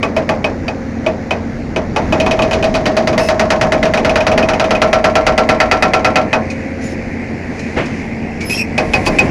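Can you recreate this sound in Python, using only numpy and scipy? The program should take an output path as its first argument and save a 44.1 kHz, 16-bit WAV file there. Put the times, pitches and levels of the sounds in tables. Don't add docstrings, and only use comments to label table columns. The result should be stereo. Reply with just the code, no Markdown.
import sys
import numpy as np
from scipy import signal
from scipy.fft import rfft, irfft
from scipy.io import wavfile
from scipy.ndimage import uniform_filter1d, minimum_filter1d, map_coordinates

SR = 44100
rng = np.random.default_rng(int(sys.argv[2]) if len(sys.argv) > 2 else 0)


def transcribe(signal):
    frames = np.atleast_2d(signal).T
    limited = np.clip(frames, -1, 1)
    pcm = np.round(limited * 32767).astype(np.int16)
    wavfile.write(sys.argv[1], SR, pcm)


def undo_db(level):
    steps = np.asarray(level, float) / 20
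    return 10 ** steps


N = 410130
T, HZ = np.arange(N) / SR, np.fft.rfftfreq(N, 1 / SR)

# time in s, delay in samples of first breaker, second breaker, machine body.
LATE = [(0, 17, 14, -20), (2.3, 14, 14, -20), (4, 15, 3, -20), (5.2, 15, 0, -20), (6.5, 15, 0, -20),
        (7.5, 15, -18, -19), (9.3, 15, -18, -16)]
# time in s, firings per s.
SPEED = [(0, 88), (1.7, 88), (3.5, 87.5), (6.2, 87.3), (6.9, 88), (8.1, 87), (9.3, 87.5)]


def evened(x):
    return x / np.sqrt(np.mean(x ** 2) + 1e-20)


def read(points, hz):
    f, value = np.transpose(points)
    return np.interp(np.log(hz + 1), np.log(f + 1), value)


def curve(rows, axis):
    rows = np.array(rows)
    return np.interp(T, rows[:, 0], rows[:, axis])


def noise(gain):
    return irfft(rfft(rng.standard_normal((2, N))) * gain, N)


def drift(hz):
    return evened(irfft(rfft(rng.standard_normal(N)) / (1 + (HZ / hz) ** 4), N))


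def train(times_s, db):
    out = np.zeros(N)
    out[np.round(times_s * SR).astype(int)] = undo_db(db)
    return out


def span(start_s, length_s, edge_s):
    return np.clip(np.minimum(T - start_s, start_s + length_s - T) / edge_s, 0, 1)


def ring(modes, clicks, push_s, fresh, hold):
    t = np.arange(SR // 3) / SR
    body = 0
    for k, (hz, db, t60_s) in enumerate(modes):
        phases = [[0], [k * 2.6]]
        body = body + undo_db(db - 60 * t / t60_s / hold) * np.sin(2 * np.pi * hz * t + phases)
    shape = np.exp(-t[:2000] / push_s)
    shape = shape / np.linalg.norm(shape)
    rattle = fresh * signal.oaconvolve(clicks, shape)[:N] * rng.standard_normal(N)
    swing_up = 1 - np.exp(-t / push_s)
    return signal.oaconvolve((clicks + rattle)[None], body * swing_up, axes=1)[:, :N]


def roar(level):
    # frequency in Hz, level in dB per Hz.
    engine_spectrum = [(25, -36), (60, -3.5), (250, 3), (430, -8), (775, -7), (1290, -15), (2070, -16),
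                       (3000, -29.5), (3900, -31), (5500, -28), (6900, -34), (9000, -57.5), (12000, -64.5),
                       (15000, -60)]
    frames = N // 128 + 5
    patches = uniform_filter1d(rng.standard_normal((257, frames)), 6, 0)
    patches = evened(uniform_filter1d(patches, 20, 1))
    bed = signal.stft(noise(undo_db(read(engine_spectrum, HZ))), nperseg=512, noverlap=384)[2]
    bed = bed * undo_db(1.33 * patches[:, :bed.shape[2]])
    bed = signal.istft(bed, nperseg=512, noverlap=384)[1][:, :N]
    throb = 1 + 0.15 * np.cos(2 * np.pi * np.cumsum(curve(SPEED, axis=1)) / SR)
    return undo_db(curve(level, axis=1)) * evened(bed) * throb


def hum(ratio, db, second_db, waver):
    speed_hz = ratio * curve(SPEED, axis=1) * (1 + waver * drift(hz=22.6))
    turns = 2 * np.pi * np.cumsum(speed_hz) / SR
    tone = np.sin(turns) + undo_db(second_db) * np.sin(2 * turns)
    return undo_db(db - 0.5 + 0.74 * drift(hz=22.0)) * tone


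def machine_tones():
    # time in s, pump level in dB.
    pump_load = [(0, -27.5), (1.4, -29.5), (1.9, -47), (4.1, -37), (6.5, -24.5), (7.1, -28), (7.4, -34),
                 (9.3, -48)]
    tones = hum(0.99, db=-28, second_db=-22, waver=0.0042)
    tones += hum(2.585, db=-24.5, second_db=-9.5, waver=0.01246)
    tones += hum(3, curve(pump_load, axis=1), second_db=-2.5, waver=0.015)
    return np.array([tones, np.roll(tones, 13)])


def wind():
    # time in s, level in dB.
    wind_level = [(0, -37.5), (1.92, -36), (2.02, -25), (3.3, -35), (3.7, -29), (5.4, -30.5), (6.4, -38),
                  (8.73, -36.5), (9.07, -25), (9.3, -34)]
    gust = evened(noise((HZ / 30) ** 2 / (1 + (HZ / 45) ** 4)))
    return undo_db(curve(wind_level, axis=1) + 0.5 + 2.2 * drift(hz=6)) * (gust[0] + 0.2 * gust)


def crunch(thumps, cracks, alike, rise_s=0.0002, gritty_db=-0.5):
    # frequency in Hz, level in dB per Hz.
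    crunch_spectrum = [(60, -16.5), (200, -8.5), (700, -6.5), (1100, -8), (1600, -9), (2600, -11),
                       (3500, -17), (6000, -18.5), (7500, -30), (10000, -47.5), (15000, -51)]
    # band centre in Hz, t60 in s.
    crunch_decay = [(200, 0.35), (600, 0.5), (1400, 0.24), (2800, 0.12), (5500, 0.13), (10000, 0.081)]
    centres = np.log(np.transpose(crunch_decay)[0])
    gain = undo_db(read(crunch_spectrum, HZ))
    full = rfft(rng.standard_normal((2, N))) * gain / np.sqrt(np.mean(gain ** 2))
    unit = signal.unit_impulse(SR // 3)
    out, habit = np.zeros((2, N)), np.zeros((2, 2, len(unit)))
    for k, (hz, t60_s) in enumerate(crunch_decay):
        share = np.interp(np.log(HZ + 1), centres, np.arange(len(centres)) == k)
        band = irfft(full * share, N)
        fall = undo_db(-60 / t60_s / SR)
        swell = np.exp(-1 / (rise_s + 0.15 / hz) / SR)
        shape = [1 - swell], np.convolve([1, -fall], [1, -swell])
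        out += band * signal.lfilter(*shape, thumps if k < 3 else cracks)
        habit[int(k >= 3)] += band[:, -len(unit):] * signal.lfilter(*shape, unit)
    blows = np.array([[thumps], [cracks]])
    repeated = signal.oaconvolve(blows, habit, axes=2).sum(0)[:, :N]
    return (np.sqrt(1 - alike ** 2) * out + alike * repeated) * undo_db(gritty_db * drift(hz=150))


def run(rows, strokes):
    uneven_db = [0.75, .7, 0.9, 1.1]
    count = np.arange(strokes[-1] + 1)
    even = np.array([np.interp(count, strokes, column) for column in np.transpose(rows)]).T
    chance = rng.standard_normal((len(even), 4)) * uneven_db
    return even + np.pad(chance, ((0, 0), (1, 0)))


def breaker(seek, steady, boom_db, back_db, fresh, crunch_db, body_db, hold, side_db, axis, shank_db, alike):
    # frequency in Hz, level in dB, t60 in s.
    housing_modes, boom_modes = [(401.8, -13, 0.16), (452.6, -11.5, 0.43), (522.6, -12.5, 0.15),
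                                 (617.4, -3, 0.52), (643.3, 3, 0.39), (682.6, -6, 0.34)], [(748, -3, 0.27), (824.6, 6, 0.12), (919, -2, 0.15),
                                                  (1070, -10, 0.43), (1160, -12, 0.17), (1274, -4, 0.11)]
    chisel_modes, tip_modes = [(1487, -13.5, 0.037), (1610, -19, 0.072), (1726, -21.5, 0.16),
                               (1800, -13.5, 0.094), (1880, -16.5, 0.19), (1920, -20, 0.072),
                               (2083, -10, 0.039), (2038, -5, 0.03), (2194, -17, 0.11),
                               (3096, -31.5, 0.086), (3730, -37, 0.057), (3800, -19, 0.077),
                               (4630, -15, 0.091), (4980, -34, 0.033)], [(2519, -1, 0.13), (2488, -6, 0.12), (2395, -13, 0.08),
                                               (2648, -10, 0.08)]
    piston_modes, side_modes, free_modes = [(2290, -12, 0.04), (2230, -14, .04)], [(3028, -3.5, 0.055), (3180, -26, 0.05),
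                                                            (2295, 4, 0.041), (3680, -24, 0.032),
                                                            (4670, -34, 0.06)], [(351, -4.5, 0.17),
                                                                              (523.4, -5, 0.16),
                                                                              (857, -2, 0.15),
                                                                              (1020, 1, 0.19),
                                                                              (1147, 0, 0.16),
                                                                              (1650, -9, 0.052)]
    collar_modes, shank_modes = [(1352, -3, .33), (2506, -6, .2), (1297, -4, .2)], [(749, 1, 0.21), (779, -1, 0.15), (721, -9.5, 0.41),
                                                 (1052, -9, .25), (2028, -10, 0.13), (454.3, -8, 0.22)]
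    # time in s, level in dB.
    sunk = [(0, -40), (4.2, -24), (4.85, -12), (5.6, -10), (6.2, -10), (6.3, -40), (9.3, -40)]
    s, rock_db, housing_db, chisel_db, tip_db = np.vstack([seek, steady]).T
    at = (s * SR).astype(int)
    loose = np.arange(len(s)) < len(seek)
    returns = s < 6.2
    back = train(s[returns] + 0.056, (rock_db + back_db)[returns])

    steel = undo_db(1.5) * ring(housing_modes, train(s, housing_db), push_s=0.0035, fresh=fresh, hold=hold)
    boom_blows = train(s, rock_db + np.where(loose, 4.5, 0.14 * (tip_db - rock_db + 4.5)))
    steel += undo_db(boom_db) * ring(boom_modes, boom_blows, push_s=0.0095, fresh=fresh, hold=hold)
    chisel_blows = train(s, chisel_db) + back
    steel += undo_db(6.5) * ring(chisel_modes, chisel_blows, push_s=0.00058, fresh=fresh + 0.22, hold=hold)
    tip_blows = train(s[~loose], tip_db[~loose])
    steel += undo_db(9.0) * ring(tip_modes, tip_blows, push_s=0.005, fresh=0.86 * fresh, hold=hold)
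    loose_tip_blows = train(s[loose], tip_db[loose])
    steel += undo_db(13.5) * ring(tip_modes, loose_tip_blows, push_s=0.0062, fresh=0.29, hold=0.55)
    steel += undo_db(18.5) * ring(piston_modes, back, push_s=0.0022, fresh=fresh, hold=hold)
    seated = [*collar_modes, *shank_modes]
    seated_blows = train(s, curve(sunk, axis=1)[at])
    steel += undo_db(shank_db) * ring(seated, seated_blows, push_s=0.0029, fresh=0.1, hold=0.74)
    aside_db = 0.9 * (np.maximum(curve(LATE, axis=axis)[at], 0) - LATE[0][1])
    whip_db = tip_db + side_db + aside_db + np.where(loose, 12.5, 7)
    steel += ring(side_modes, train(s, whip_db), push_s=0.001, fresh=0.25, hold=0.7)
    free_blows = train(s[loose], (rock_db + housing_db)[loose] / 2)
    steel += undo_db(1.0) * ring(free_modes, free_blows, push_s=0.0039, fresh=1.0, hold=0.76)

    thumps = train(s, rock_db + body_db + 3 * loose)
    cracks = undo_db(crunch_db) * (train(s, rock_db) + back)
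    return steel + crunch(thumps, cracks, alike)


def first_breaker():
    # time in s, force in dB, ring of housing in dB, of chisel in dB, of its tip in dB.
    seek_rows, run_rows = [(0.0283, -15, -13.5, -4.5, -17.5), (0.1645, -15.5, -10, -15, -21),
                           (0.2907, -14.5, -10, -5, -20), (0.4424, -16, -11, -8, -15.5),
                           (0.6804, -23, -17.5, -10, -22), (1.063, -18.5, -9, -25, -16.5),
                           (1.3075, -16.5, -13, -22, -15), (1.761, -17.5, -14, -25, -19),
                           (1.9614, -13.5, -12, -19, -18), (2.1236, -13.5, -10, -20, -17),
                           (2.2628, -15, -16, -18, -16), (2.3905, -17, -13.5, -28, -18),
                           (3.128, -23, -17, -26, -30)], [(2.5102, -17, -21, -29, -18),
                                               (2.856, -14.5, -12.5, -15, -14),
                                               (3.0844, -22, -20, -27, -24), (3.7394, -22.5, -26, -22, -26),
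                                               (3.8534, -16, -16, -27, -18), (4.0936, -14, -13, -30, -14.5),
                                               (4.4263, -16.5, -10.5, -27, -16.5),
                                               (4.7496, -18.5, -22, -23, -16)]
    run_strokes = [0, 3, 5, 11, 12, 14, 17, 20]
    return breaker(seek_rows, run(run_rows, run_strokes), boom_db=3.5, back_db=-22.0, fresh=0.45,
                   crunch_db=5.5, body_db=5.0, hold=0.46, side_db=-1.5, axis=1, shank_db=-33, alike=0.5)


def second_breaker():
    # time in s, force in dB, ring of housing in dB, of chisel in dB, of its tip in dB.
    seek_rows, run_rows = [(6.3295, -12.5, -15, -10.5, -13), (8.7789, -10, -12, -34, -13.5),
                           (8.9351, -8.5, -27, -42, -10.5), (9.0638, -12, -13, -41, -14.5),
                           (9.1865, -9.5, -31, -23, -2)], [(2.1999, -12, -11, -12, -18), (2.4204, -13, -12, -12, -22),
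                                                (2.8614, -13, -13.5, -9.5, -27),
                                                (3.1782, -11, -10.5, -6.5, -25.5),
                                                (3.5034, -8.5, -10.5, -6, -17), (3.937, -11, -11, -9, -33),
                                                (4.377, -10, -12, -13, -26), (4.707, -12, -14, -12, -28),
                                                (4.8174, -8, -11, -15.5, -29), (5.154, -8, -9.5, -13, -33),
                                                (5.602, -8.5, -12.5, -2, -18.5),
                                                (6.157, -9, -13, -6.5, -16.5)]
    run_strokes = [0, 2, 6, 9, 12, 16, 20, 23, 24, 27, 31, 36]
    return breaker(seek_rows, run(run_rows, run_strokes), boom_db=-1.0, back_db=-21, fresh=0.067,
                   crunch_db=6.0, body_db=0.5, hold=0.92, side_db=4.5, axis=2, shank_db=1.5, alike=0.75)


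def squeal(start_s, length_s, hz, db, half_db, bend):
    slip_multiples, slip_multiples_db = [.5, 1, 1.5, 2, 2.5], [1, 4, -12.5, -31, -16]
    t = np.arange(round((length_s + 0.044) * SR)) / SR
    gate = np.clip(t / 0.0048, 0, 1) * undo_db(-700 * np.maximum(t - length_s, 0))
    slips = evened(uniform_filter1d(rng.standard_normal((2, len(t))), size=200, axis=1))
    pitch = 0.995 + 0.0034 * np.sin(t / 0.013 + start_s) + bend * np.sin(np.pi * t / t[-1])
    turns = 2 * np.pi * hz * np.cumsum(pitch) / SR
    tone = np.zeros(len(t))
    for k, step_db in zip(slip_multiples, slip_multiples_db):
        if k * hz < SR / 2:
            rough = (0.62 + 0.2 * slips[0]) * np.sin(k * turns) + 0.55 * slips[1] * np.cos(k * turns)
            tone += undo_db(step_db + half_db * (k % 1 > 0)) * rough
    return round(start_s * SR), undo_db(db + 2.0) * gate * tone


def pins():
    # start in s, peak in dB, length in s.
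    clank_events = [
        (6.5, -10, 0.052),
        (7.593, -14.5, 0.029),
        (7.771, -16.5, 0.058),
        (7.858, -15, 0.024),
        (8.405, -12, 0.051),
        (8.495, -6.5, 0.05),
    ]
    # frequency in Hz, level in dB per Hz.
    clank_spectrum = [(60, -1), (300, 13), (2000, 0), (4000, 4), (6500, 6), (8000, -12), (11000, -33),
                      (15000, -29)]
    # frequency in Hz, level in dB, t60 in s.
    pin_modes = [(4100, -15, .05), (2480, -8, 0.045), (6900, -26, 0.056), (5570, -15, 0.042)]
    # start in s, length in s, rms level in dB, edge in s.
    scrape_events = [
        (3.19, 0.13, -30, 0.012),
        (6.8, 0.15, -35.5, 0.024),
        (7.455, 0.67, -38, 0.13),
        (8.407, 0.11, -35, 0.008),
        (8.5, 0.13, -26.5, 0.028),
    ]
    # start in s, length in s, slip rate in Hz, rms level in dB, strong-weak share in dB.
    squeal_events = [(3.185, .1, 5220, -26.5, -10.5), (4.868, .055, 5750, -44, -37),
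                     (6.82, .06, 5370, -40, -24), (6.89, .045, 5310, -39, -24),
                     (6.815, .04, 6000, -44, -30), (6.835, .04, 6930, -38, -12),
                     (8.45, .05, 12950, -46, -20), (8.51, .06, 14800, -58, -30),
                     (9.05, .06, 15300, -50, -30), (8.458, .1, 11160, -40, -30),
                     (8.41, .03, 2280, -35, -30), (8.435, .01, 5170, -36, -30),
                     (8.459, .028, 5170, -33, -30), (8.5, .07, 5170, -28, -30),
                     (8.582, .035, 5170, -31, -30), (8.497, .04, 5110, -31, 6),
                     (8.497, .012, 6200, -27, -30), (8.515, .02, 6050, -31, -30),
                     (8.533, .018, 3230, -29, -30), (8.56, .015, 4070, -33, -30),
                     (8.54, .075, 5530, -25, -30), (8.573, .04, 5340, -33, 8), (8.59, .035, 2490, -27, -30)]
    swinging_events = [
        (3.201, 0.051, 5520, -34, -6),
    ]
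    bright = evened(noise(undo_db(read(clank_spectrum, HZ))))
    out, t = np.zeros((2, N)), np.arange(SR // 4) / SR
    for s, db, length_s in clank_events:
        at = slice(round(s * SR), round(s * SR) + len(t))
        burst = (1 - np.exp(-t / length_s * 18)) * np.exp(-t / length_s * 2.9)
        out[:, at] += undo_db(db - 11.5) * burst * bright[:, at]
    knocks = train(*np.transpose(clank_events)[:2])
    out += ring(pin_modes, knocks, push_s=0.0021, fresh=0.73, hold=1.8) * undo_db(-5.5)
    for s, length_s, db, edge_s in scrape_events:
        out += undo_db(db) * bright * span(s, length_s, edge_s)
    for bend, rows in [(0.0062, squeal_events), (0.049, swinging_events)]:
        for row in rows:
            start, tone = squeal(*row, bend)
            out[:, start:][:, :len(tone)] += tone
    return out


def stones():
    # start in s, level in dB, length in s.
    thud_events = [
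        (7.761, -0.5, 0.023),
        (7.814, -18, 0.079),
    ]
    low = evened(noise(HZ / (HZ + 150) / (1 + (HZ / 900) * (1 + (HZ / 2800) ** 4))))
    out, t = np.zeros((2, N)), np.arange(SR // 4) / SR
    for s, db, length_s in thud_events:
        at = slice(round(s * SR), round(s * SR) + len(t))
        out[:, at] += undo_db(db) * t / length_s * np.exp(-t / length_s * 1.08) * low[:, at]
    return out


def chips():
    # start in s, length in s, rms level in dB, edge in s.
    debris_events = [
        (8.783, 0.22, -40.5, 0.046),
        (8.935, 0.356, -38.5, .03),
        (9.053, 0.038, -17.5, 0.013),
    ]
    # frequency in Hz, level in dB per Hz.
    chip_spectrum = [(1500, -11), (4000, 4), (7000, 0), (10000, -18), (13000, -26), (15200, -13),
                     (16000, -35)]
    gate = sum(undo_db(db) * span(s, length_s, edge_s) for s, length_s, db, edge_s in debris_events)
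    return gate * evened(noise(undo_db(read(chip_spectrum, HZ)))) * undo_db(1.5 * drift(hz=120))


def rebounds():
    # time in s, level in dB.
    rebound_events = [
        (8.949, -13),
        (9.07, -8),
        (9.198, -15),
    ]
    # frequency in Hz, level in dB, t60 in s.
    bushing_modes = [(4700, 3, .06), (6320, -9, .06), (2519, 4, .07)]
    return ring(bushing_modes, train(*np.transpose(rebound_events)), push_s=0.0047, fresh=0.3, hold=1)


def ports(pair, axis, balance):
    # frequency in Hz, likeness of the ports from 0 to 1.
    port_likeness = [(100, 1), (300, 1), (700, 0.89), (2000, 0.55), (5000, 0.4), (12000, 0.11)]
    late = np.arange(N) - curve(LATE, axis=axis)
    left = map_coordinates(pair[0], [late], order=3, mode="nearest")
    same = np.clip(read(port_likeness, HZ), 0, 1)
    right = same * rfft(pair[0]) + np.sqrt(1 - same ** 2) * rfft(pair[1])
    return np.array([left, irfft(right * undo_db(-read(balance, HZ)), N)])


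def scene():
    # frequency in Hz, difference in dB.
    balance_first, balance_engine = [(100, 2.5), (1300, -1.5), (2500, 4.5), (3900, 5.5), (5500, 15),
                                     (6900, 7), (8000, 6), (9500, -12.5), (10300, -10), (12000, -3.5)], [(100, 4.5), (430, -3), (1290, 1.5), (2070, -9.5),
                                                          (2500, -10.5), (3200, 1), (5500, 7), (6900, 4.5),
                                                          (9000, -12.5), (10300, -15.5), (14000, 1)]
    balance_breaker = [(100, -5), (1000, -0.5), (2200, -0.5), (3500, 6), (6000, 12.5), (7500, 8.5),
                       (10000, -15.5), (14000, 11)]
    # time in s, level in dB.
    roar_first, roar_second = [(0, -22), (1.9, -21), (2.1, -16), (3.5, -19), (4.75, -19), (4.85, -60),
                               (9.3, -65)], [(0, -49), (1.9, -48), (2.1, -40), (3.5, -52),
                                                     (4.75, -23), (6.3, -21.5), (8.6, -22), (9.3, -15)]
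    mix = machine_tones() + wind()
    mix += ports(roar(roar_first), axis=3, balance=balance_first)
    mix += ports(first_breaker(), axis=1, balance=balance_first)
    at_rock = second_breaker() + stones() + chips() + rebounds()
    mix += ports(at_rock, axis=2, balance=balance_breaker)
    mix += ports(roar(roar_second) + pins(), axis=3, balance=balance_engine)
    return mix


def top_cut(x):
    return signal.sosfilt(signal.butter(12, 16080, fs=SR, output="sos"), x)


def record(dry):
    dry = irfft(rfft(dry) / (1 + (HZ / 15800) ** 60), N)
    peak = uniform_filter1d(-minimum_filter1d(-abs(dry).max(0), size=400), size=300)
    held = dry / np.maximum(peak / 0.77, 1) ** 0.27
    knee = 0.69
    over = np.maximum(abs(held) - knee, 0)
    rounded = np.minimum(abs(held), knee) + (1 - knee) * np.tanh(over / (1 - knee))
    finished = np.sign(held) * rounded + 0.0036
    return top_cut(finished)


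dry = scene()
out = record(dry)
transcribe(out)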